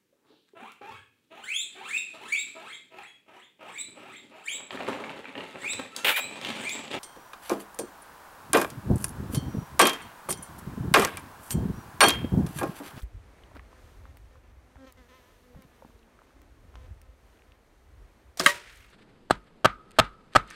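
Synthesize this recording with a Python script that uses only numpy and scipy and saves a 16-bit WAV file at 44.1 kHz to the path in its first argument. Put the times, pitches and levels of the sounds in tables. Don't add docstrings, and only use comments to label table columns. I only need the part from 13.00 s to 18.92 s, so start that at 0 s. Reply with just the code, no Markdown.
import sys
import numpy as np
from scipy import signal
from scipy.fft import rfft, irfft
from scipy.io import wavfile
from scipy.ndimage import map_coordinates

SR = 44100
rng = np.random.default_rng(int(sys.argv[2]) if len(sys.argv) > 2 else 0)


def field_ratio(decibels):
    return 10 ** (np.asarray(decibels, dtype=float) / 20)


def dump_mix(stems):
    frames = np.atleast_2d(stems).T
    limited = np.clip(frames, -1, 1)
    pcm = np.round(limited * 32767).astype(np.int16)
    wavfile.write(sys.argv[1], SR, pcm)


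N = 261191

# start_s, level_db, rise_s, t60_s,
# tilt_db_per_octave
SHOT_BURSTS = [(5.3725, -38, .0004, .035, 3.5), (5.374, -47, .003, .5, 2.5), (5.388, -36, .003, .06, -1),
               (5.3925, -28, .003, .025, 0), (5.3955, -21, .001, .028, 2.5), (5.4005, -24, .001, .05, 1),
               (5.409, -23, .001, .035, -1), (5.419, -33, .001, .1, -1), (5.428, -36, .004, .5, -1.5),
               (5.4365, -34, .0006, .025, 4.5), (5.4447, -30, .0003, .025, 4), (5.451, -35, .003, .2, 3),
               (5.4608, -14, .001, .017, 3.5), (5.4625, -25, .002, .19, 1.5), (5.4695, -19, .0007, .02, 1),
               (5.4835, -24, .0007, .018, 1), (5.493, -28, .002, .08, 2), (5.552, -38, .003, .06, -1),
               (5.572, -45, .002, .04, 2.5)]
# pitch_hz, level_db
CRACK_COLOUR = [(60, -39), (130, -9), (300, -23.5), (450, -5.5), (780, -11.5), (1600, -8.5), (2400, -13.5),
                (3800, -13.5), (5000, -15), (8800, -18), (10500, -23.5), (13000, -26.5), (15700, -32),
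                (16500, -94)]
SLAP_S, HIT_S, BITE_S, WHIP_S = 5.3964, 5.4607, 5.4685, 5.487
# pitch_hz, level_db, t60_s
CATCH_MODES = [(710, -38, .03), (5700, -34, .02), (4800, -39, .015)]
ZING_MODES = [(4750, -14, .012), (5100, -11, .013), (5500, -13, .012), (6800, -20, .012), (4100, -22, .012),
              (3350, -16, .014)]
LIMB_MODES = [(290, -25, 0.05), (180, -35, 0.2), (525, -39, 0.1), (668, -19, 0.035), (640, -39, .3),
              (1120, -25, .04), (1245, -20, 0.04), (1900, -27, .02), (2610, -27, 0.03), (4060, -24, .03)]
HUM_MODES = [(368, -25.5, .2), (684, -36, .12)]
POINT_MODES = [(1627, 0, 0.024), (2110, -2.5, 0.028), (900, -18, .02), (3000, -18, .01), (4200, -22, .01)]
SHAFT_MODES = [(377, -43, .45), (578, -20, .13), (588, -37, .36), (958, -28, .27), (1145, -23, .1),
               (1163, -44, .35), (1534, -33, .17), (1620, -30, .11), (1880, -14, .085), (1960, -22, .05),
               (2363, -43, .3), (2530, -36, .18), (3850, -31, .18)]
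TRUNK_MODES = [(172, -27, 0.045), (296, -20, 0.035), (560, -24, .03), (930, -14, .025), (1135, -12, 0.065),
               (1245, -9, 0.04), (2785, -7, 0.02), (3164, -5, 0.02), (3085, -26, .1), (3880, -4, 0.013),
               (5200, -17, .012), (6900, -13, .012), (8750, -8, 0.011), (9400, -11.5, 0.011),
               (12900, -19, 0.011)]
BITE_MODES = [(1230, -12, .04), (1600, -12, .022), (1875, -5, .03), (2250, -25, .02), (2950, -19, .03)]
WHIP_MODES = [(1150, -22, .045), (1500, -27, .05), (1905, -17, .105), (2500, -27, .05), (3100, -25, .045),
              (3870, -26, .05)]
# start_s, level_db, pitch_hz
BARK_CRUMBS = [(5.559, -55.5, 13000), (5.583, -64.5, 12500), (5.599, -54, 6000), (5.618, -65, 8500),
               (5.668, -72, 10000), (5.705, -72, 7500), (5.723, -62, 11000), (5.757, -55, 8500),
               (5.760, -60, 5500), (5.773, -54.5, 7500), (5.862, -66, 13000), (5.901, -59.5, 8570),
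               (5.912, -68, 4500)]
# pitch_hz, level_db
ECHO_COLOUR = [(150, -30), (350, -16), (750, -24), (1300, -6.5), (2000, -2), (3000, -9), (5000, -17.5),
               (9000, -22), (11000, -29), (15300, -36), (16500, -80)]
# middle_s, peak_db, half_length_s
LATE_ECHO = [
    (5.675, -59, .085),
]

# time_s, wingbeat_hz, level_db, facing_db
FLY_PASSES = [
    [(1.775, 264.7, -79, 12), (1.797, 266.8, -73, 12), (1.83, 266.5, -71, 13.5), (1.853, 259, -67, 10.5),
     (1.861, 263, -73, 2), (1.872, 270.3, -62, 4), (1.9, 253, -69.5, -3), (1.935, 238, -87, -11.5)],
    [(1.97, 260.3, -71, 0), (1.996, 254.8, -71.5, 5.5), (2.054, 238, -77.5, 2.5), (2.078, 243.3, -76.5, 5)],
    [(2.08, 242.6, -76, -2.5), (2.092, 262, -71, -4), (2.118, 246.2, -70, 2.5), (2.152, 262.5, -71, -4),
     (2.222, 244.3, -75.5, -0.5), (2.278, 247.8, -76, -3), (2.3, 259.7, -76, 0), (2.335, 254.5, -79, -3),
     (2.38, 237, -80, 3.5)],
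]
# time_s, wingbeat_hz, level_db, facing_db
FLY_LINGERS = [
    [(2.66, 249.2, -81, 5.5), (2.72, 246.7, -80.5, 3), (2.8, 235.6, -78, 4), (2.9, 245.1, -85, 10),
     (2.98, 232, -86, 9), (3.07, 222, -85, 10.5), (3.09, 226.9, -83, 9.5)],
    [(2.36, 246.9, -89.5, 3), (2.44, 250.9, -84, 10), (2.53, 243.4, -84.5, 12.5), (2.57, 249, -82, 9.5)],
    [(1.6, 252.7, -92, 9), (1.68, 253.2, -88, 9.5), (1.77, 255, -85, 9)],
]
# start_s, length_s, first_wingbeat_hz, last_wingbeat_hz, level_db
FLY_BOUTS = [(0.704, 0.097, 253.7, 255, -77), (0.831, 0.082, 253.1, 243.5, -78.5),
             (1.035, 0.084, 266.2, 264.7, -76.5), (1.306, 0.075, 257.7, 256, -78.5),
             (1.433, 0.089, 252, 242.5, -80.5), (2.433, 0.14, 250, 243.7, -81),
             (2.568, 0.082, 270, 255, -75), (3.074, 0.086, 264, 246.6, -83.5),
             (3.23, 0.067, 266.5, 262, -82), (3.365, 0.076, 258.4, 266, -83),
             (3.637, 0.073, 258, 258, -84.5), (3.755, 0.117, 258, 253, -75), (3.904, 0.048, 244, 247, -90),
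             (4.025, 0.12, 259.6, 259.7, -81.5), (4.471, 0.09, 248.1, 265.1, -81.5)]
# share_of_length, extra_db
BOUT_SHAPE = [(0, 2.5), (.25, 0), (.75, 0), (1, 2.5)]
# pitch_hz, level_db
WING_COLOUR = [(250, -0.5), (500, 5), (750, -10), (1000, 3), (1280, 2.5), (1520, -6), (1800, 3),
               (2200, -4.5), (3400, -6), (4900, -16), (6200, -11), (7700, -28), (10500, -26), (12000, -19)]
# pitch_hz, level_db
WING_HISS_COLOUR = [(1500, -27), (3500, 8), (6200, 2.5), (8000, 2), (12000, -23)]

# start_s, peak_db, pitch_hz
DULL_TICKS = [(.0085, -44, 1290), (.031, -47, 1570), (.385, -48, 1780), (.547, -58.5, 1200),
              (.552, -52, 1290), (.558, -40.5, 930), (.5603, -40, 1400), (.5662, -39, 546),
              (.5672, -37, 1207), (.573, -42, 1950), (.5947, -34, 1720), (.7294, -40.5, 950),
              (1.0546, -39.5, 1135), (1.356, -45, 1130), (1.757, -44, 782), (1.757, -44.5, 1550),
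              (1.769, -48.5, 600), (1.768, -44, 1300), (2.548, -44.5, 624), (2.548, -45, 1135),
              (2.848, -38, 805), (2.905, -47, 1010), (3.1906, -39, 1207), (3.2178, -44, 990),
              (3.3065, -47.5, 1160), (3.7416, -43.5, 1050), (4.421, -46.5, 2120), (4.5207, -44, 2540)]
# start_s, peak_db, pitch_hz
LOOSE_PINGS = [(.0015, -45.5, 5200), (.018, -43.5, 3180), (.4365, -44.5, 2793), (.5165, -48.5, 585),
               (.513, -50, 963), (.651, -53, 1920), (.7915, -49.5, 1118), (.596, -45, 1030),
               (2.8222, -45.5, 840), (2.8229, -43, 481), (2.992, -54, 3720), (3.03, -54, 2490),
               (4.372, -58, 2900), (4.393, -53, 2300)]
# start_s, peak_db, pitch_hz, t60_s
HARD_CLICK = [
    (3.7554, -27, 1150, .0022),
    (3.7553, -33, 2800, .002),
    (3.7553, -45, 4800, .002),
    (3.7585, -49, 3400, .003),
]
# start_s, peak_db, pitch_hz, t60_s
HAND_BUMPS = [(0.031, -23.5, 50.4, 0.109), (0.141, -42.5, 78, 0.386), (0.591, -43, 72, 0.11),
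              (1.759, -39.5, 59.4, 0.097), (2.562, -38.5, 137, 0.059), (2.589, -40, 185, 0.0454),
              (2.649, -40.5, 125, 0.037), (2.849, -34.5, 215, 0.015), (2.862, -43, 208, 0.0244),
              (2.897, -40, 180, 0.013), (2.96, -55, 360, 0.059), (3.651, -39.5, 141, 0.0193),
              (3.88, -51.5, 351, 0.035), (3.909, -31, 66, 0.091)]
# start_s, peak_db, lower_part_db, t60_s
DRY_SNAPS = [(0, -58.5, -4.5, 0.123), (0.022, -53, -6, .05), (0.033, -58.5, -5.5, 0.033),
             (.55, -68, 11, .12), (0.567, -69, 19, 0.035), (1.171, -46.5, 4, 0.0043),
             (1.171, -64, 1.5, 0.044), (1.924, -47.5, -14.5, 0.0096), (2.622, -53.5, 1, 0.012),
             (3.417, -55.5, -1.5, 0.013), (3.7555, -62, -6, 0.0027), (4.0155, -51.5, -4, 0.016)]
# pitch_hz, level_db
SNAP_HIGH = [(2500, -21), (6000, -11.5), (8500, -11.0), (15700, -10.5), (16500, -60)]
SNAP_LOW = [(700, -16), (2000, -3), (5000, -18.0), (7500, -32)]
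# middle_s, peak_db, half_length_s
SLEEVE_RUBS = [
    (.565, -53, 0.0273),
    (1.15, -67, 0.11),
    (3.38, -65.5, 0.19),
    (3.58, -67.5, 0.073),
]
# pitch_hz, level_db
CLOTH_COLOUR = [(120, -40), (270, 14.5), (450, -3), (1200, -5), (2500, -37.5), (4000, -52)]

# middle_s, peak_db, half_length_s
AIR_PUFFS = [(.045, -49, 0.038), (.16, -43, 0.049), (.26, -59, 0.076), (.56, -50, 0.205), (.85, -56, 0.055),
             (1.05, -50.5, 0.19), (1.24, -53.5, 0.094), (1.37, -51, 0.04), (1.55, -55, 0.16),
             (1.78, -53, 0.031), (1.98, -63.5, 0.16), (2.56, -52, 0.0273), (2.95, -61, 0.052),
             (3.16, -69.5, 0.022), (3.41, -56, 0.0774), (3.51, -52.5, 0.051), (3.63, -55.5, 0.082),
             (3.8, -50.5, 0.13), (3.92, -48.5, 0.157), (4.1, -52.5, 0.056), (4.26, -61, 0.086),
             (4.5, -59.5, 0.058), (4.98, -49.5, 0.134), (5.28, -57, 0.045), (5.42, -58, 0.098),
             (5.76, -56.5, 0.15)]
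# pitch_hz, level_db
PUFF_COLOUR = [(15, -45), (25, -19), (40, 1.5), (60, 5.5), (85, -1), (120, -9), (180, -32.5), (300, -62)]
# pitch_hz, level_db
FAR_WIND_COLOUR = [(15, -34), (32, -0.5), (50, -3), (90, -12.5), (200, -62)]
# time_s, level_db
BREEZE_LEVEL = [(0.0, -61.5), (0.25, -59.5), (0.54, -58), (1.23, -63), (1.8, -61), (1.97, -60), (2.29, -63),
                (3.34, -63.5), (4.65, -64), (5.35, -63)]
# middle_s, peak_db, half_length_s
NEEDLE_STIRS = [
    (.31, -93, 0.1),
    (.92, -82, 0.24),
    (2.3, -79.5, 0.494),
    (2.85, -83, 0.217),
    (3.41, -100, 0.069),
    (4.28, -96, 0.3),
    (5.78, -69, 0.096),
]
# pitch_hz, level_db
AIR_COLOUR = [(60, -25), (130, -7.5), (400, -6), (900, -11.5), (2200, -16.5), (4300, -20.5), (5100, -24),
              (6200, -22), (7700, -26.5), (9000, -24), (10500, -29), (11800, -25), (15750, -33.5),
              (16300, -50)]
# pitch_hz, level_db
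LEAF_EDGE = [(2100, 0), (2500, -3), (4500, -30)]
RUSTLE_EDGE = [(1400, -30), (2500, -3), (3000, 0), (9800, 0), (10400, -3), (12000, -30)]
FIZZ_EDGE = [(9000, -30), (10400, -3), (11000, 0)]


def unit(x):
    return x / np.sqrt(np.mean(x ** 2) + 1e-20)


def along(points, hz):
    f, v = np.transpose(points)
    return np.interp(np.log(hz + 1), np.log(f + 1), v)


def wobble(rate, size=N):
    knots = rng.standard_normal(int(size * rate / SR) + 4)
    return map_coordinates(knots, [np.arange(size) * rate / SR])


def noise(size, gain_db):
    hz = np.fft.rfftfreq(size, 1 / SR)
    return unit(irfft(rfft(rng.standard_normal(size)) * field_ratio(gain_db(hz)), size))


def add(track, s, sound):
    part = track[round(s * SR):][:len(sound)]
    part += sound[:len(part)]


def swells(rows, floor_db):
    t = np.arange(N) / SR
    bells = sum(field_ratio(db - 21 * ((t - s) / half) ** 2) for s, db, half in rows)
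    return 20 * np.log10(field_ratio(floor_db) + bells)


def ring(modes, rise):
    t = np.arange(SR // 2) / SR
    tones = np.zeros(len(t))
    for k, (hz, db, t60) in enumerate(modes):
        tones += (-1) ** k * field_ratio(db - 60 * t / t60) * np.sin(2 * np.pi * hz * t)
    return tones * (1 - np.exp(-t / rise))


def shot_bursts():
    out, t = np.zeros(N), np.arange(SR // 2) / SR
    for s, db, rise, t60, tilt in SHOT_BURSTS:
        burst = noise(len(t), lambda f: along(CRACK_COLOUR, f) + tilt * np.log2((f + 50) / 2000))
        add(out, s, field_ratio(db - 60 * t / t60) * (1 - np.exp(-t / rise)) * burst)
    return out


def bow():
    out = np.zeros(N)
    add(out, SHOT_BURSTS[0][0], ring(CATCH_MODES, .001))
    add(out, SLAP_S, ring(ZING_MODES, .0015))
    add(out, SLAP_S + .0025, ring(LIMB_MODES, .0015))
    add(out, SLAP_S + .006, ring(HUM_MODES, .02))
    return out


def arrow_in_trunk():
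    out = np.zeros(N)
    add(out, HIT_S, ring(POINT_MODES, .0015) + ring(SHAFT_MODES, .005))
    add(out, HIT_S + .0013, ring(TRUNK_MODES, .0012))
    add(out, BITE_S, ring(BITE_MODES, .002))
    add(out, WHIP_S, ring(WHIP_MODES, .006))
    return out


def bark_crumbs():
    out, t = np.zeros(N), np.arange(SR // 20) / SR
    for s, db, hz in BARK_CRUMBS:
        flick = noise(len(t), lambda f: -23 * np.abs(np.log2((f + 1) / hz)))
        add(out, s, field_ratio(db - 60 * t / .017) * flick)
    return out


def trees():
    t = np.maximum(np.arange(N) / SR - 5.47, 0)
    near = field_ratio(-30 - 60 * t / .29)
    far = field_ratio(-53 - 60 * t / 3)
    level = near + far + field_ratio(swells(LATE_ECHO, -120))
    lumps = field_ratio(1.8 * wobble(150) + .6 * wobble(20))
    fade_in = np.clip(t / 0.0137, 0, 1)
    return fade_in * level * lumps * noise(N, lambda hz: along(ECHO_COLOUR, hz))


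def bout_path(s, length, first_hz, last_hz, db):
    facing_db = 3
    return [(s + u * length, first_hz + u * (last_hz - first_hz), db + extra_db, facing_db)
            for u, extra_db in BOUT_SHAPE]


def fly():
    out = np.zeros(N)
    k = np.arange(1, 57)[:, None]
    for rows in FLY_PASSES + [bout_path(*row) for row in FLY_BOUTS] + FLY_LINGERS:
        s, *cols = np.transpose(rows)
        at = np.arange(round(s[0] * SR), round(s[-1] * SR))
        hz, db, facing_db = (np.interp(at / SR, s, c) for c in cols)
        unsteady_hz = hz * (1 + .006 * wobble(160, SR // 2)[:len(at)])
        turn = 2 * np.pi * np.cumsum(unsteady_hz) / SR
        knots = rng.standard_normal((len(k), 8))
        waver = np.array([np.interp((at - at[0]) * 14 / SR, np.arange(8), row) for row in knots])
        slope_db = -1 - 0.24 * facing_db
        tone_db = db + along(WING_COLOUR, k * 255) + slope_db * np.log2(k / 4) + 2.3 * waver
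        tone_db = tone_db + facing_db * (np.isin(k, (1, 3, 6)) + .5 * (k == 2))
        tones = np.sqrt(2) * (field_ratio(tone_db) * np.cos(k * turn + 3 * np.log(k))).sum(0)
        torn_air = noise(SR // 2, lambda f: along(WING_HISS_COLOUR, f))[:len(at)]
        hiss = field_ratio(db - 7) * (1 + np.cos(turn)) * torn_air
        out[at] += signal.windows.tukey(len(at), .08) * (tones + hiss)
    return out


def knocks():
    out, t = np.zeros(N), np.arange(SR // 8) / SR
    ticks = [(s, db, hz, 8.8 / hz) for s, db, hz in DULL_TICKS]
    pings = [(s, db, hz, 19.1 / hz) for s, db, hz in LOOSE_PINGS]
    for s, db, hz, t60 in ticks + pings + HARD_CLICK + HAND_BUMPS:
        cycles = hz * (t + 0.039 * t60 * (1 - np.exp(-5 * t / t60)))
        grit = noise(len(t), lambda f: -np.where(f > hz, 13, 7) * np.abs(np.log2((f + 1) / hz)))
        grit = 0.33 * grit * field_ratio(-60 * t / t60)
        level = field_ratio(db + 2.0 - 60 * t / t60) * (1 - np.exp(-3.5 * hz * t))
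        add(out, s, level * (np.sin(2 * np.pi * cycles) + grit))
    return out


def snaps():
    out, t = np.zeros(N), np.arange(SR // 8) / SR
    for s, db, low_db, t60 in DRY_SNAPS:
        high = noise(len(t), lambda f: along(SNAP_HIGH, f))
        low = noise(len(t), lambda f: along(SNAP_LOW, f))
        add(out, s, field_ratio(db - 60 * t / t60) * (high + field_ratio(low_db) * low))
    return out


def sleeve():
    level_db = swells(SLEEVE_RUBS, -120) + 2.7 * wobble(90)
    return field_ratio(level_db) * noise(N, lambda hz: along(CLOTH_COLOUR, hz))


def wind_on_microphone():
    buffeting = unit(field_ratio(0.76 * wobble(2.526)) * noise(N, lambda hz: along(PUFF_COLOUR, hz)))
    steady = field_ratio(-66.5) * noise(N, lambda hz: along(FAR_WIND_COLOUR, hz))
    return field_ratio(swells(AIR_PUFFS, -67)) * buffeting + steady


def forest():
    s, db = np.transpose(BREEZE_LEVEL)
    breeze_db = np.interp(np.arange(N) / SR, s, db)
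    mean_db = breeze_db.mean()
    swing_db = breeze_db - mean_db
    stir = field_ratio(swells(NEEDLE_STIRS, -120))
    rustle = field_ratio(mean_db - 10 + 0.82 * swing_db) + field_ratio(-1) * stir
    fizz = field_ratio(mean_db - 17.5 + 0.52 * swing_db) + stir
    shared = wobble(4.665)
    out = np.zeros(N)
    for level, edge, trim_db in ((field_ratio(breeze_db), LEAF_EDGE, -.6), (rustle, RUSTLE_EDGE, -1.4),
                                 (fizz, FIZZ_EDGE, -3.3)):
        layer = noise(N, lambda hz: along(AIR_COLOUR, hz) + along(edge, hz))
        out += level * field_ratio(trim_db + 1.43 * shared + 0.54 * wobble(6.8)) * layer
    return out


def scene():
    air = wind_on_microphone() + forest()
    near_camera = fly() + knocks() + snaps()
    shot = shot_bursts() + bow() + arrow_in_trunk() + bark_crumbs() + trees()
    return (shot + near_camera + sleeve() + air)[None]


def top_cut(x):
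    return signal.sosfilt(signal.butter(12, 16640, fs=SR, output="sos"), x)


def record(dry):
    rounded = dry / (1 + np.abs(dry / .95) ** 8) ** (1 / 8)
    low_pass = signal.butter(12, 16300, fs=SR, output="sos")
    return top_cut(signal.sosfiltfilt(low_pass, rounded))


dry = scene()
out = record(dry)
dump_mix(out)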